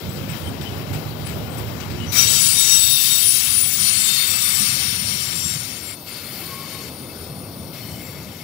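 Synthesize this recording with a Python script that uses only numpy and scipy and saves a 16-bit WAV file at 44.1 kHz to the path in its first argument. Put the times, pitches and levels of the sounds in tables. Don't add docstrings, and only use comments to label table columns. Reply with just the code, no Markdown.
import sys
import numpy as np
from scipy import signal
from scipy.fft import rfft, irfft, next_fast_len
from scipy.io import wavfile

SR = 44100
rng = np.random.default_rng(int(sys.argv[2]) if len(sys.argv) > 2 else 0)


def level_to_linear(level):
    exponent = np.asarray(level, float) / 20
    return 10 ** exponent


def wav_record(signal):
    frames = np.transpose(np.atleast_2d(signal))
    bounded = np.clip(frames, -1, 1)
    quanta = np.round(bounded * 32767).astype(np.int16)
    wavfile.write(sys.argv[1], SR, quanta)


N = 371763
T = np.arange(N) / SR
STEP = 32
SPEED, DISTANCE, ABREAST_S = 8.84, 11.5, 3.55
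CATCH_S = 2.117


def in_time(rows):
    s, *columns = np.transpose(rows)
    return [np.interp(T, s, c) for c in columns]


def at_hz(points, hz):
    points = np.array(points)
    return np.interp(np.log(hz), np.log(points[:, 0]), points[:, 1])


def tent(s, half):
    return np.clip(1 - np.abs(T - s) / half, 0, 1)


def drift(rate_hz, order=2, count=N):
    settle = 2000
    r = np.exp(-2 * np.pi * rate_hz * STEP / SR)
    slow = rng.standard_normal(count // STEP + settle + 2)
    for _ in range(order):
        slow = signal.lfilter([1 - r], [1, -r], slow)
    slow = slow / slow.std()
    return np.interp(np.arange(count) / STEP, np.arange(len(slow) - settle), slow[settle:])


def mode(cycles, width_hz, steady):
    steady = np.clip(steady, 0, .93)
    shake = np.sqrt(1 - steady ** 2)
    along = shake * drift(width_hz / 2, order=1, count=len(cycles))
    across = shake * drift(width_hz / 2, order=1, count=len(cycles))
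    phase = 2 * np.pi * cycles
    return (np.sqrt(2) * steady + along) * np.cos(phase) + across * np.sin(phase)


def heard_time():
    along = SPEED * (T - ABREAST_S)
    toward = along / np.hypot(along, DISTANCE)
    return np.cumsum(1 - SPEED / 343 * toward) / SR


# frequency in Hz, left-right difference in dB.
SHADE_LOSS = [(150, 18), (380, 9.5), (700, 15), (1290, 25.5), (2380, 39.5), (4400, 88), (6000, 84),
              (8500, 114), (11000, 90), (13000, 49), (14500, 51), (15500, 53)]


def ports(left, hz, shade):
    return np.array([left, left * level_to_linear(-shade * at_hz(SHADE_LOSS, hz))])


# frequency in Hz, left-right likeness from 0 to 1.
COHERENCE = [(60, .96), (200, .95), (400, .93), (700, .82), (1200, .6), (2500, .35), (15000, .3)]


def bands(low_hz, high_hz, white):
    edges = low_hz * 1.2225 ** np.arange(np.log(high_hz / low_hz) / np.log(1.2225))
    for k, (low, high) in enumerate(zip(edges, edges[1:])):
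        band = signal.butter(3, [low, high], "band", fs=SR, output="sos")
        near, other = signal.sosfilt(band, white[k % 2])
        hz = np.sqrt(low * high)
        alike = np.clip(at_hz(COHERENCE, hz), 0, 1)
        left = np.roll(near, min(15, round(.5 * SR / (2 * np.pi * hz))))
        right = alike * near + np.sqrt(1 - alike ** 2) * other
        yield hz, np.array([left, right]) * np.sqrt(SR / 2)


# time in seconds, rumble in dB before gain control.
WAGON_LOAD = [(0, -34.5), (.91, -32.5), (1.17, -34), (1.85, -31.5), (2.9, -30.5), (3.26, -31), (3.8, -27.5),
              (4.46, -31.5), (4.7, -26), (5.56, -25.5), (6.01, -36.5), (6.4, -33), (7.32, -31), (8.43, -30)]
# time in seconds, gain in dB.
DUCKING_GAIN = [
    (1.9, 5),
    (2.9, -7),
    (6.0, -5.5),
    (7.3, -1.5),
    (8.43, -4),
]
# time in seconds, left-right difference in dB.
RUMBLE_PAN = [
    (3.26, -11),
    (3.8, 1.5),
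]
# frequency in Hz, level in dB per Hz.
RUMBLE_SPECTRUM = [(15, -58), (25, -69), (43, -63.5), (78, -3.5), (97, -2.5), (162, -2), (251, -14),
                   (300, -35), (390, -70), (660, -120)]
# frequency in Hz, level in dB per Hz.
BODY_SPECTRUM = [(150, -11), (250, 1), (400, -3.5), (600, -5.5), (900, -11), (1300, -14.5)]
# time in seconds, lift below 80 Hz in dB.
DEEP_BASS = [
    (0, 2.5),
    (5.8, 8.5),
    (6.3, -15),
]


def rolling(shade):
    (load_db,), (duck_db,), (pan_db,) = in_time(WAGON_LOAD), in_time(DUCKING_GAIN), in_time(RUMBLE_PAN)
    (deep_db,) = in_time(DEEP_BASS)
    rumble_db, body_db = load_db + duck_db, -38.5 + duck_db
    out, swell = 0, drift(6.1)
    for hz, noise in bands(27.33, 1700, rng.standard_normal((2, 2, N))):
        lean_db = pan_db + 7.4 * shade * np.log2(hz / 110)
        sides_db = np.array([lean_db, -lean_db]) / 2
        rumble = level_to_linear(rumble_db - 22 + at_hz(RUMBLE_SPECTRUM, hz) + deep_db * (hz < 78) + sides_db)
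        body = ports(level_to_linear(body_db - 22.5 + at_hz(BODY_SPECTRUM, hz)), hz, shade)
        out = out + noise * np.hypot(rumble, body) * level_to_linear(.5 * swell + 1.57 * drift(6.6))
    return out


# start in seconds, length in seconds, hiss drop in dB.
BLOCK_RELEASES = [
    (5.942, 0.13, 6),
    (6.892, .845, 4),
]


def releases():
    drop_db = np.zeros(N)
    for s, length, depth_db in BLOCK_RELEASES:
        edge_s = 0.014
        drop_db += depth_db * np.clip(np.minimum(T - s, s + length - T) / edge_s, 0, 1)
    return drop_db


def thicket(width_hz, peak_db, count):
    over = 4
    size = next_fast_len(N + SR)
    hz, read = np.arange(size // 2 + 1) * SR / size, heard_time() * SR * over
    out = rng.standard_normal(N)
    for centres in np.linspace(3200, 16000, count) + rng.uniform(-300, 300, (4, count)):
        comb = np.zeros(len(hz))
        comb[(centres * size / SR).astype(int)] = 1
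        reach = hz[:4000] - hz[2000]
        shape = signal.fftconvolve(comb, 1 / (1 + (2 * reach / width_hz) ** 2), "same")
        spectrum = rfft(rng.standard_normal(size)) * np.sqrt(np.abs(shape))
        fine = irfft(spectrum, over * size) * over
        out = out + level_to_linear(peak_db + 5 * drift(3)) * np.interp(read, np.arange(over * size), fine)
    return out


# time in seconds, hiss lift in dB, decay length in seconds.
FLAT_SPOT = [
    (0.286, 5, 0.054),
    (0.611, 7, 0.029),
    (.93, 7, 0.045),
    (1.268, 5.5, 0.06),
    (1.572, 2.5, .05),
    (1.802, 6, 0.1),
    (1.903, 5, 0.029),
]
# frequency in Hz, level in dB per Hz.
HISS_SPECTRUM = [(700, -12.5), (1000, -6), (1600, -2.5), (2300, -1.5), (2800, 0), (4500, 2), (5500, 3),
                 (7000, 0.5), (9000, 6), (11000, 4), (13000, 6.5), (16000, 12)]


def hiss(hiss_db, growl_db, valley_db, top_db, shade):
    lift_db = np.zeros(N)
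    for s, bump_db, length in FLAT_SPOT:
        lift_db += bump_db * np.exp(-np.maximum(T - s, 0) / length) * (T > s)
    out, flutter, release_db = 0, drift(5.6), releases()
    steel = thicket(22, peak_db=np.where(T > CATCH_S, 0, -4) - release_db, count=22)
    white = np.array([[steel, rng.standard_normal(N)]] * 2)
    colour_hz = np.log([2400, 2800, 5400, 6300, 10000, 12500])
    for hz, noise in bands(635.8, 17000, white):
        growl = np.interp(np.log(hz), colour_hz, [0.66, 0.046, 0.023, 0.29, 0.59, 0.8])
        valley = np.interp(np.log(hz), colour_hz, [0.053, 0.0092, 0.035, 0.85, 1, 0.029])
        top = np.interp(np.log(hz), colour_hz, [0.12, 0.013, 0.16, 0.018, 0.38, 0.92])
        patchy_db = .8 * flutter + drift(9)
        colour_db = growl * (growl_db + 8.5) + valley * (valley_db + 5) + top * (top_db - 9.5)
        colour_db += -6.5 * np.clip(np.log2(hz / 3500), -.3, .6) * (T < CATCH_S)
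        colour_db -= 1.5 * np.clip(T - ABREAST_S, 0, 3.0) * (hz > 14000)
        colour_db -= 1.4 * release_db * np.exp(-(np.log2(hz / 2650) / 0.15) ** 2)
        level_db = hiss_db - 32.0 + at_hz(HISS_SPECTRUM, hz) + colour_db + lift_db + patchy_db
        out = out + noise * level_to_linear(level_db) * ports(np.ones(N), hz, shade)
    return out


# start in seconds, length
# in # seconds, frequency in Hz, level in dB.
SHORT_SQUEAKS = [(.09, 0.09, 7830, -45), (.295, 0.026, 8150, -31), (0.384, 0.12, 10540, -45),
                 (0.436, 0.07, 8500, -42), (0.447, 0.053, 3110, -38.5), (0.613, 0.022, 8100, -36),
                 (0.652, 0.057, 3050, -35), (0.934, .02, 8100, -38), (1.083, 0.018, 11000, -50),
                 (1.249, 0.03, 9850, -34), (1.252, 0.049, 8050, -38), (1.5, .06, 8300, -42.5),
                 (1.575, .03, 9800, -42), (1.576, .02, 8000, -37.5), (1.78, 0.037, 6050, -44),
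                 (1.9, 0.041, 8060, -44), (2.002, 0.055, 2940, -33), (2.067, 0.054, 5920, -36),
                 (4.6, 0.052, 193, -26.5), (6.13, 0.27, 4300, -40), (6.6, 0.25, 4320, -44),
                 (7.8, .15, 4320, -46), (7.8, .22, 3030, -45), (0.457, .05, 10200, -46),
                 (1.35, .05, 12200, -47), (1.47, 0.044, 1400, -41), (4.35, .45, 1200, -41.5),
                 (4.382, 0.17, 3600, -26), (6.425, 0.27, 1090, -42), (6.71, 0.16, 1095, -47)]


def squeaks(shade):
    out = 0
    for s, length, hz, level_db in SHORT_SQUEAKS:
        rise = np.clip((T - s) / max(0.0016, .3 * (length - .1)), 0, 1)
        fall = np.clip((s + length - T) / (0.12 * length), 0, 1)
        ring = mode(hz * T, 25 + hz / 150, steady=.55)
        out = out + ports(level_to_linear(level_db) * rise * fall * ring, hz, shade)
    return out


# level in dB at -30 dB pressure, dB per dB of pressure,
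# dB lost per dB of release.
MODE_LAWS = [
    (-30.5, 1.13, 1),
    (-35.5, 1.5, 5),
    (-44.5, 1, 0),
    (-29, 1.39, 0.4),
]
# peak in seconds, half length in seconds, lift in dB.
MODE_SURGES = [
    [(2.19, 0.092, 10), (2.72, 0.12, 9), (4.15, 0.27, -7.5), (5.45, 0.46, 3), (6.3, 0.47, -12),
     (7.1, 0.55, -4), (7.62, .1, 1.5), (8.2, .4, -0.5)],
    [(2.33, 0.24, 6), (2.78, 0.28, 11.5), (3.14, 0.11, 8), (4.03, 0.2, 8.5), (4.95, 0.18, -15),
     (5.48, 0.31, 14), (5.9, 0.12, 13), (8.06, .15, 13)],
    [(2.48, 0.44, 18.5), (3.25, .2, 11.5), (3.58, .1, 9), (4.63, .15, 9), (5.6, .06, 8), (7.9, .15, 12)],
    [(2.25, 0.25, -8), (2.45, 0.091, 4), (2.96, 0.059, 5), (3.3, 0.16, 11), (3.58, 0.17, 13.5),
     (3.9, 0.25, 7.5), (4.63, .15, 3.5), (5.1, 0.23, 4.5), (5.6, 0.29, 6), (5.9, 0.11, 6.5),
     (6.02, 0.074, -11), (7.3, 0.64, 5)],
]


def singing(pressure_db, release_db):
    for (base_db, follows, lets_go), surges in zip(MODE_LAWS, MODE_SURGES):
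        surge_db = sum(lift_db * tent(s, half) for s, half, lift_db in surges)
        yield base_db + follows * (pressure_db + 30) - lets_go * release_db + surge_db


# rest frequency in Hz, width in Hz.
SINGING_MODES = [
    (5725, 45),
    (7721, 22),
    (8722, 18),
    (9700, 20),
]


def squeal(hiss_db, valley_db, singing_db, rubbing, shade):
    heard, out = heard_time(), 0
    for (hz, width), level_db in zip(SINGING_MODES, singing_db):
        steady = 0.54 + 0.2 * (level_db - hiss_db)
        bed_db = -5.5 if hz < 6000 else valley_db - 1
        above = np.sqrt(np.maximum(level_to_linear(level_db) ** 2 - level_to_linear(hiss_db + bed_db) ** 2, 0))
        skirt = 0.44 * mode(hz * heard, 210, steady=0)
        ring = mode(hz * heard, width, steady) + skirt
        out = out + ports(rubbing * level_to_linear(3.0) * above * ring, hz, shade)
    return out


# rest frequency in
# Hz, width in Hz.
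DRIVEN_MODES = [(1280, 90), (2235, 150), (2700, 70), (3110, 35), (3540, 25), (3676, 25), (4400, 45),
                (4720, 200), (6725, 50), (8790, 25), (10657, 25), (11593, 40), (11984, 30), (12517, 50),
                (13430, 40), (13605, 30), (14185, 30), (14800, 40), (15436, 30), (10100, 250), (13050, 500)]
DRIVEN_DB = [-25, -12, -14, -18, -16.5, -16, -12, -8, -16, -25, -17, -16.5, -22, -20, -20, -17, -25, -30,
             -30, -16, -11]


def driven_rings(hiss_db, growl_db, rubbing, shade):
    heard, out = heard_time(), 0
    for (hz, width), level_db in zip(DRIVEN_MODES, DRIVEN_DB):
        drive_db = hiss_db + (growl_db + 8.5) * (hz < 2500)
        gain = rubbing * level_to_linear(drive_db + 6.5 + level_db + 2.33 * drift(10))
        out = out + ports(gain * mode(hz * heard, width, steady=0), hz, shade)
    return out


# start in seconds, length in seconds, rest frequency in Hz, level in dB.
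SINGING_SPELLS = [(2.08, 0.45, 3685, -27), (2.1, 0.7, 6730, -24), (2.1, 1.12, 8790, -28),
                  (2.12, 0.72, 12518, -30), (2.16, 0.45, 10660, -29), (2.17, 1.77, 15436, -25),
                  (2.5, 0.8, 3676, -23), (2.68, 0.82, 14185, -31), (2.7, 0.55, 4400, -31),
                  (2.72, 1.05, 14807, -29), (2.73, 0.41, 3533, -27), (2.73, 0.73, 13609, -26),
                  (2.75, 1.02, 11591, -31), (2.9, 1.3, 12505, -30), (2.98, 1.3, 6725, -31),
                  (3.02, 0.95, 7795, -31), (3.17, 0.65, 10670, -29), (3.27, 0.7, 8794, -32),
                  (3.47, 0.41, 9765, -28), (3.8, 0.55, 4379, -26), (3.98, 0.32, 3677, -23),
                  (4.08, 0.6, 14690, -29), (4.14, 0.31, 15771, -32), (4.17, 0.51, 7866, -27),
                  (4.4, 0.35, 13450, -30), (4.97, 0.23, 7781, -33), (5.03, 0.47, 10647, -37),
                  (5.31, 0.53, 6734, -37), (6.17, 0.62, 14363, -43), (7.74, 0.24, 10668, -49)]


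def spells(rubbing, shade):
    heard, out = heard_time(), np.zeros((2, N))
    for s, length, hz, level_db in SINGING_SPELLS:
        part = slice(round(s * SR), round((s + length) * SR))
        fade = np.clip(np.minimum(T[part] - s, s + length - T[part]) / 0.091, 0, 1)
        gain = rubbing[part] * fade * level_to_linear(level_db + 0.5 + 0.29 * drift(4.4, count=len(fade)))
        out[:, part] += ports(gain * mode(hz * heard[part], 20, steady=.55), hz, shade[part])
    return out


# time in seconds, level in dB.
BRAKE_PRESSURE = [(0, -39), (2.116, -41), (2.125, -33), (2.19, -24), (3.2, -25.5), (3.4, -27.5),
                  (3.68, -30.5), (3.9, -26.5), (4.6, -26.5), (4.99, -30), (5.45, -32.5), (5.62, -36.5),
                  (5.94, -40), (6.37, -41), (6.87, -41.5), (7.8, -44.5), (8.43, -46.5)]
# time in seconds, left-right difference in dB.
PORT_SHADING = [
    (0, 26),
    (1.9, 32.5),
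    (2.2, 23),
    (3.2, 29.5),
    (4.65, 25),
    (5.37, 19),
    (6.0, 5),
    (8.43, 5.5),
]
# peak in seconds, half length in seconds, growl lift in dB, top lift in dB.
BLOCK_SCRAPES = [
    (.1, 0.45, -3, 6.5),
    (1.08, 0.48, -1.5, 6),
    (1.598, 0.22, 1, 6),
    (1.846, 0.086, 1.5, -1),
    (2.166, 0.09, 9.5, -1),
    (2.947, 0.45, -5.5, 10.5),
    (3.26, 0.11, -3.5, 2),
    (4.494, 0.32, 3.5, 2),
    (6.4, 0.26, 0.5, 7.5),
    (7.95, 0.33, 0.5, 7.5),
]
# dB at -40 dB pressure, dB per dB of pressure, dB per dB of release,
# dB once the block has bitten.
GROWL, VALLEY, TOP = (-3, -0.3862, -1.02, -2.5), (-15, 0.34, -.3, -1), (-7.5, 0, 2, 5)


def scene():
    (pressure_db,), (pan_db,), release_db = in_time(BRAKE_PRESSURE), in_time(PORT_SHADING), releases()
    bitten = T > CATCH_S
    growl_db, valley_db, top_db = (base + follows * (pressure_db + 40) + lets_go * release_db + after * bitten
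                                   for base, follows, lets_go, after in (GROWL, VALLEY, TOP))
    for s, half, low_db, high_db in BLOCK_SCRAPES:
        growl_db = growl_db + low_db * tent(s, half)
        top_db = top_db + high_db * tent(s, half)
    hiss_db, shade = pressure_db - release_db, pan_db / 28
    rubbing = np.clip((T - CATCH_S) / .004, 0, 1)
    train = rolling(shade) + hiss(hiss_db, growl_db, valley_db, top_db, shade) + squeaks(shade)
    wheel = squeal(hiss_db, valley_db, singing(pressure_db, release_db), rubbing, shade)
    wheel = wheel + driven_rings(hiss_db, growl_db, rubbing, shade) + spells(rubbing, shade)
    return train + wheel


def band_limit(x):
    return signal.sosfilt(signal.butter(12, 16250, fs=SR, output="sos"), x)


def record(dry):
    low_pass = signal.ellip(12, .5, 70, 15700, fs=SR, output="sos")
    mix = np.clip(signal.sosfilt(low_pass, dry), -1, 1)
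    return band_limit(mix)


dry = scene()
out = record(dry)
wav_record(out)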